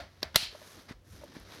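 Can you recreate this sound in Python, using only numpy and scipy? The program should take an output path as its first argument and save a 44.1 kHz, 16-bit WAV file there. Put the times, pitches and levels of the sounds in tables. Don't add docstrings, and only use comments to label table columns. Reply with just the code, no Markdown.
import sys
import numpy as np
from scipy import signal
from scipy.fft import rfft, irfft
from scipy.io import wavfile
from scipy.ndimage import uniform_filter1d, minimum_filter1d

SR = 44100
rng = np.random.default_rng(int(sys.argv[2]) if len(sys.argv) > 2 else 0)


def transcribe(u):
    v = np.clip(np.atleast_2d(u).T, -1, 1)
    q = np.round(v * 32767).astype(np.int16)
    wavfile.write(sys.argv[1], SR, q)


N = 70560


def undb(db):
    return 10 ** (np.asarray(db) / 20)


def since(start):
    return np.maximum(np.arange(N) / SR - start, 0)


def fade(start, t60, attack):
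    t = since(start)
    rise = 1 - np.exp(-t / attack)
    decay = np.exp(-np.log(1000) * t / t60)
    return rise * decay


def mode(start, hz, t60, attack):
    return np.sin(2 * np.pi * hz * since(start)) * fade(start, t60, attack)


def ring(start, modes, rise):
    return sum(undb(db) * mode(start, hz, t60, rise) for hz, db, t60 in modes)


def noise(colour):
    hz, db = np.array(colour, float).T
    f = np.maximum(np.fft.rfftfreq(N, 1 / SR), 1)
    gain = undb(np.interp(np.log(f), np.log(hz), db))
    gain = gain * np.minimum(f / hz[0], 1) ** 2
    y = irfft(rfft(rng.standard_normal(N)) * gain, N)
    return y / y.std()


def soften(x, hz):
    return signal.sosfilt(signal.butter(2, hz, fs=SR, output="sos"), x)


def grain(rate, depth_db):
    points = rng.standard_normal(N)
    return undb(depth_db * np.interp(since(0) * rate, np.arange(N), points))


CRACK_T60_S, CRACK_ATTACK_S = 0.0098, 0.00012


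def crack(start, colour):
    shape = fade(start, CRACK_T60_S, CRACK_ATTACK_S)
    burst = noise(colour) * shape
    return burst * np.sqrt(np.sum(shape ** 2) / np.sum(burst ** 2))


ROOM_T60_S, ROOM_TREBLE_T60_S, ROOM_BUILD_S = 0.27, 0.19, 0.00081
ROOM_SPLIT_HZ = 6640


def room(start, colour):
    wash = noise(colour)
    low = signal.sosfiltfilt(signal.butter(4, ROOM_SPLIT_HZ, fs=SR, output="sos"), wash)
    treble = wash - low
    low_tail = low * fade(start, ROOM_T60_S, ROOM_BUILD_S)
    treble_tail = treble * fade(start, ROOM_TREBLE_T60_S, ROOM_BUILD_S)
    return low_tail + treble_tail


LATCH_S, LATCH_RISE_S = 0.3584, 0.001
LATCH_CRACK_DB, LATCH_STEEL_DB, LATCH_RING_DB, LATCH_ROOM_DB = 3, 8, -34, -18
# t/s, level/dB (relative), f/Hz (low-pass cutoff)
LATCH_CONTACTS = [(0.3457, -29.5, 3840), (0.3538, -21, 2170), (0.355, -21.5, 2600), (0.3582, -2, 14970),
                  (0.3600, -2.5, 15000), (0.3617, -8, 12280), (0.3678, -17.5, 12000)]
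# f/Hz, level/dB (relative)
LATCH_CRACK_COLOUR = [(70, -11.5), (300, -4.5), (900, -6.5), (1950, -1.5), (2470, -20.5), (3700, 1.5),
                      (5400, -6), (6800, -14), (12200, -9), (16000, -17.5)]
# f/Hz, level/dB (relative), t60/s
LATCH_RESONANCES = [(135.4, -11, 0.012), (663, -21.5, 0.022), (1352, -16, 0.019), (2033, -13.5, .026),
                    (3055, -14.5, .028), (3330, -4.5, .012), (4080, 0.5, 0.014), (4677, -5.5, 0.016),
                    (5360, -4, 0.0098), (7453, -18, .013), (8540, -19.5, .016), (11620, -8.5, 0.0075)]
# f/Hz, level/dB (relative), t60/s
SHELL_RESONANCES = [(2215, -7.5, 0.34), (3000, -3, 0.31), (3180, -1, .34), (4050, 1, .28),
                    (4230, -0.5, 0.34), (4310, -1, .31), (4370, -5.5, .34), (5500, -8, .2),
                    (8300, -14.5, .19)]
# f/Hz, level/dB (relative)
LATCH_ROOM_COLOUR = [(150, -13.5), (450, -23), (640, -11.5), (1100, -14.5), (2140, -6.5), (3160, -1.5),
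                     (3500, -5), (4160, 1.5), (6640, -13.5), (10600, -12), (16000, -28)]


def latch():
    chatter = sum(undb(db) * soften(crack(s, LATCH_CRACK_COLOUR), hz_top)
                  for s, db, hz_top in LATCH_CONTACTS)
    contacts = undb(LATCH_CRACK_DB) * chatter
    steel = undb(LATCH_STEEL_DB) * ring(LATCH_S, LATCH_RESONANCES, LATCH_RISE_S)
    shell = undb(LATCH_RING_DB) * ring(LATCH_S, SHELL_RESONANCES, LATCH_RISE_S)
    answer = undb(LATCH_ROOM_DB) * room(LATCH_S, LATCH_ROOM_COLOUR)
    return contacts + steel + shell + answer


LUG_S, LUG_RISE_S = 0.2297, 0.0003
LUG_CRACK_DB, LUG_STEEL_DB, LUG_ROOM_DB = -24.5, -21, -42.5
# t/s, level/dB (relative)
LUG_CONTACTS = [(0.2289, 2), (0.2303, 3.5), (0.2328, -3.5)]
# f/Hz, level/dB (relative)
LUG_CRACK_COLOUR = [(150, -16), (400, 2), (1100, -3), (1800, -3.5), (2500, -14.5), (4800, 7), (7800, -30),
                    (13300, -13.5), (16000, -46)]
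# f/Hz, level/dB (relative), t60/s
LUG_RESONANCES = [(400, -10, .018), (610, -10, .022), (1352, -17, .025), (1720, -16, .025),
                  (3212, -20, .03), (3960, -3, .014), (4450, -4, .012), (4850, 1, .013), (5260, -1, .011)]
# f/Hz, level/dB (relative)
LUG_ROOM_COLOUR = [(150, -0.5), (430, -8.5), (620, 3), (1000, -6.5), (2100, -3), (2800, -12), (4600, -9),
                   (7000, -24), (16000, -34)]


def lug():
    chatter = sum(undb(db) * crack(s, LUG_CRACK_COLOUR) for s, db in LUG_CONTACTS)
    contacts = undb(LUG_CRACK_DB) * chatter
    steel = undb(LUG_STEEL_DB) * ring(LUG_S, LUG_RESONANCES, LUG_RISE_S)
    answer = undb(LUG_ROOM_DB) * room(LUG_S, LUG_ROOM_COLOUR)
    return contacts + steel + answer


SCUFF_T60_S, SCUFF_ROOM_DB = 0.1, -43
# f/Hz, level/dB
SCUFF_RESONANCES = [(622, -46), (694, -41), (1421, -47), (3671, -52)]


def scuff():
    steel = sum(undb(db) * mode(0, hz, SCUFF_T60_S, SOFT_ATTACK_S) for hz, db in SCUFF_RESONANCES)
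    return steel + undb(SCUFF_ROOM_DB) * room(0, LUG_ROOM_COLOUR)


SOFT_ATTACK_S = 0.0015


def taps(events, modes):
    return sum(undb(db + mode_db) * mode(s, hz * ratio, t60, SOFT_ATTACK_S)
               for s, db, ratio in events for hz, mode_db, t60 in modes)


THUD_T60_S, THUD_ATTACK_S = 0.24, 0.0083
TICK_T60_S, TICK_ATTACK_S = 0.01, 0.00016
# t/s, level/dB (before its resonances), pitch ratio
KNOCK_TIMES = [(.528, -49.5, 0.716), (.5485, -38.5, 1.02), (.616, -42, 1.02), (1.216, -44, 1),
               (1.2355, -36, 0.97)]
# f/Hz (before the pitch ratio), level/dB (relative), t60/s
KNOCK_RESONANCES = [(595, 3.5, 0.04), (690, -12, 0.015), (930, 2.5, 0.014)]
# t/s, level/dB (before its resonances), pitch ratio
BUMP_TIMES = [(.428, -41.5, 0.74), (.9095, -35, 0.93), (1.134, -43.5, 0.48), (1.366, -37, 0.99)]
# f/Hz (before the pitch ratio), level/dB (relative), t60/s
BUMP_RESONANCES = [(176, 4.5, 0.022), (262, 5, 0.025), (365, -5.5, 0.017)]
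# t/s, level/dB, f/Hz
WEIGHT_SHIFTS = [(0.002, -43.5, 64.7), (0.25, -41, 74.4), (0.361, -38, 57.4), (0.464, -48.5, 46.6),
                 (0.941, -45, 49.7), (1.103, -41.5, 86), (1.175, -43.5, 68), (1.397, -43.5, 52)]
# t/s, level/dB
METAL_TICKS = [(1.2415, -51.5), (1.3395, -57), (1.399, -52), (1.434, -59)]


def handling():
    knocks = taps(KNOCK_TIMES, KNOCK_RESONANCES)
    bumps = taps(BUMP_TIMES, BUMP_RESONANCES)
    thuds = sum(undb(db) * mode(s, hz, THUD_T60_S, THUD_ATTACK_S) for s, db, hz in WEIGHT_SHIFTS)
    tick_noise = noise([(2000, -11), (6000, 0), (12000, 7), (16000, -15)])
    tick_level = sum(undb(db) * fade(s, TICK_T60_S, TICK_ATTACK_S) for s, db in METAL_TICKS)
    return knocks + bumps + thuds + tick_noise * tick_level


RUB_ATTACK_S = 0.0049
# t/s, length/s, level/dB, release t60/s
RUB_STROKES = [(0.217, 0.0083, -49, 0.047), (.342, 0.031, -42, .02), (0.88, 0.043, -50.5, 0.055),
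               (1.347, 0.015, -52, 0.16), (1.51, 0.082, -63, 0.32)]
# f/Hz, level/dB (relative)
RUB_NOISE_COLOUR = [(200, 2), (650, -9), (1000, -4.5), (2000, -2), (2900, -12.5), (4000, -10),
                    (5500, -12.5), (7500, -24.5), (12000, -26.5), (15000, -39.5)]


def rubs():
    push = 0
    for s, length, db, t60 in RUB_STROKES:
        rise = 1 - np.exp(-since(s) / RUB_ATTACK_S)
        release_db = -60 * since(s + length) / t60
        push = push + undb(db + release_db) * rise
    return push * noise(RUB_NOISE_COLOUR) * grain(rate=1000, depth_db=2.5)


# t/s, level/dB
GRIP_LEVEL = [(0, -71), (.65, -80), (.78, -57), (0.841, -68), (1.04, -71.5), (1.14, -61.5), (1.29, -57),
              (1.45, -64.5), (1.6, -56.5)]
# f/Hz, level/dB (relative)
GRIP_NOISE_COLOUR = [(90, -7.5), (330, -2.5), (900, -24.5), (4000, -76)]


def grip():
    s, db = np.array(GRIP_LEVEL).T
    return undb(np.interp(since(0), s, db)) * noise(GRIP_NOISE_COLOUR)


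FIBRE_DB, FIBRE_RATE = 2, 460
# t/s, body level/dB, treble level/dB (both before the flutter)
SLEEVE_LEVEL = [(0, -67.5, -80.5), (.47, -63, -76), (.53, -56.5, -66.5), (.62, -57, -64), (.71, -55.5, -59),
                (0.792, -56, -65), (.86, -63, -71), (.91, -60, -79), (.95, -68.5, -87), (1.02, -75.5, -87),
                (1.08, -67, -69), (1.13, -60, -63), (1.21, -58.5, -68), (1.31, -59.5, -73),
                (1.36, -56, -68), (1.448, -59.5, -72.5), (1.55, -50, -60.5), (1.6, -54, -67)]
# f/Hz, level/dB (relative)
SLEEVE_BODY_COLOUR = [(150, -4), (500, 0), (900, -4.5), (1700, -3), (2700, -9), (4000, -5.5), (6000, -10),
                      (7500, -36.5), (16000, -57)]
# f/Hz, level/dB (relative)
SLEEVE_TREBLE_COLOUR = [(3000, -17.5), (6200, 3.5), (7900, -5), (10300, -0.5), (13000, -3.5),
                        (15000, -16.5), (16000, -18)]


def sleeve():
    s, body_db, treble_db = np.array(SLEEVE_LEVEL).T
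    t = since(0)
    body = undb(np.interp(t, s, body_db)) * noise(SLEEVE_BODY_COLOUR)
    treble = undb(np.interp(t, s, treble_db)) * noise(SLEEVE_TREBLE_COLOUR)
    return (body + treble) * grain(FIBRE_RATE, FIBRE_DB)


AIR_DB, HUM_HZ, HUM_DB = -63, 91.4, -63
# f/Hz, level/dB (relative)
AIR_COLOUR = [(15, -33), (25, -5), (108, -0.5), (354, -18.5), (545, -13.5), (796, -22.5), (2990, -28.5),
              (3920, -35.5), (16000, -40.5)]


def air():
    still_air = undb(AIR_DB) * noise(AIR_COLOUR)
    hum = undb(HUM_DB) * np.sin(2 * np.pi * HUM_HZ * since(0))
    return still_air + hum * grain(rate=4, depth_db=4.5)


def scene():
    main = latch() + lug() + scuff()
    hands = handling() + rubs() + grip()
    return (main + hands + sleeve() + air())[None]


LOW_CUT_HZ, TOP_HZ = 30, 15900
LIMIT_DB, CEILING_DB = -12.5, -2
LOOKAHEAD_S, HOLD_S, RELEASE_DB_PER_S = 0.0054, 0.029, 256.5


def record(dry):
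    x = signal.sosfilt(signal.butter(2, LOW_CUT_HZ, "high", fs=SR, output="sos"), dry[0])
    size, hold = int(LOOKAHEAD_S * SR), int(HOLD_S * SR)
    power = np.abs(uniform_filter1d(x ** 2, size))
    over_db = np.maximum(10 * np.log10(power + 1e-18) - LIMIT_DB, 0)
    held_db = -minimum_filter1d(-over_db, hold, origin=(hold - 1) // 2)
    recovery = RELEASE_DB_PER_S * since(0)
    cut_db = np.maximum.accumulate(held_db + recovery) - recovery
    gain = undb(uniform_filter1d(minimum_filter1d(-cut_db, size), size))
    ceiling = undb(CEILING_DB)
    rounded = ceiling * np.tanh(x * gain / ceiling)
    return signal.sosfilt(signal.ellip(10, .2, 80, TOP_HZ, fs=SR, output="sos"), rounded)[None]


dry = scene()
out = record(dry)
transcribe(out)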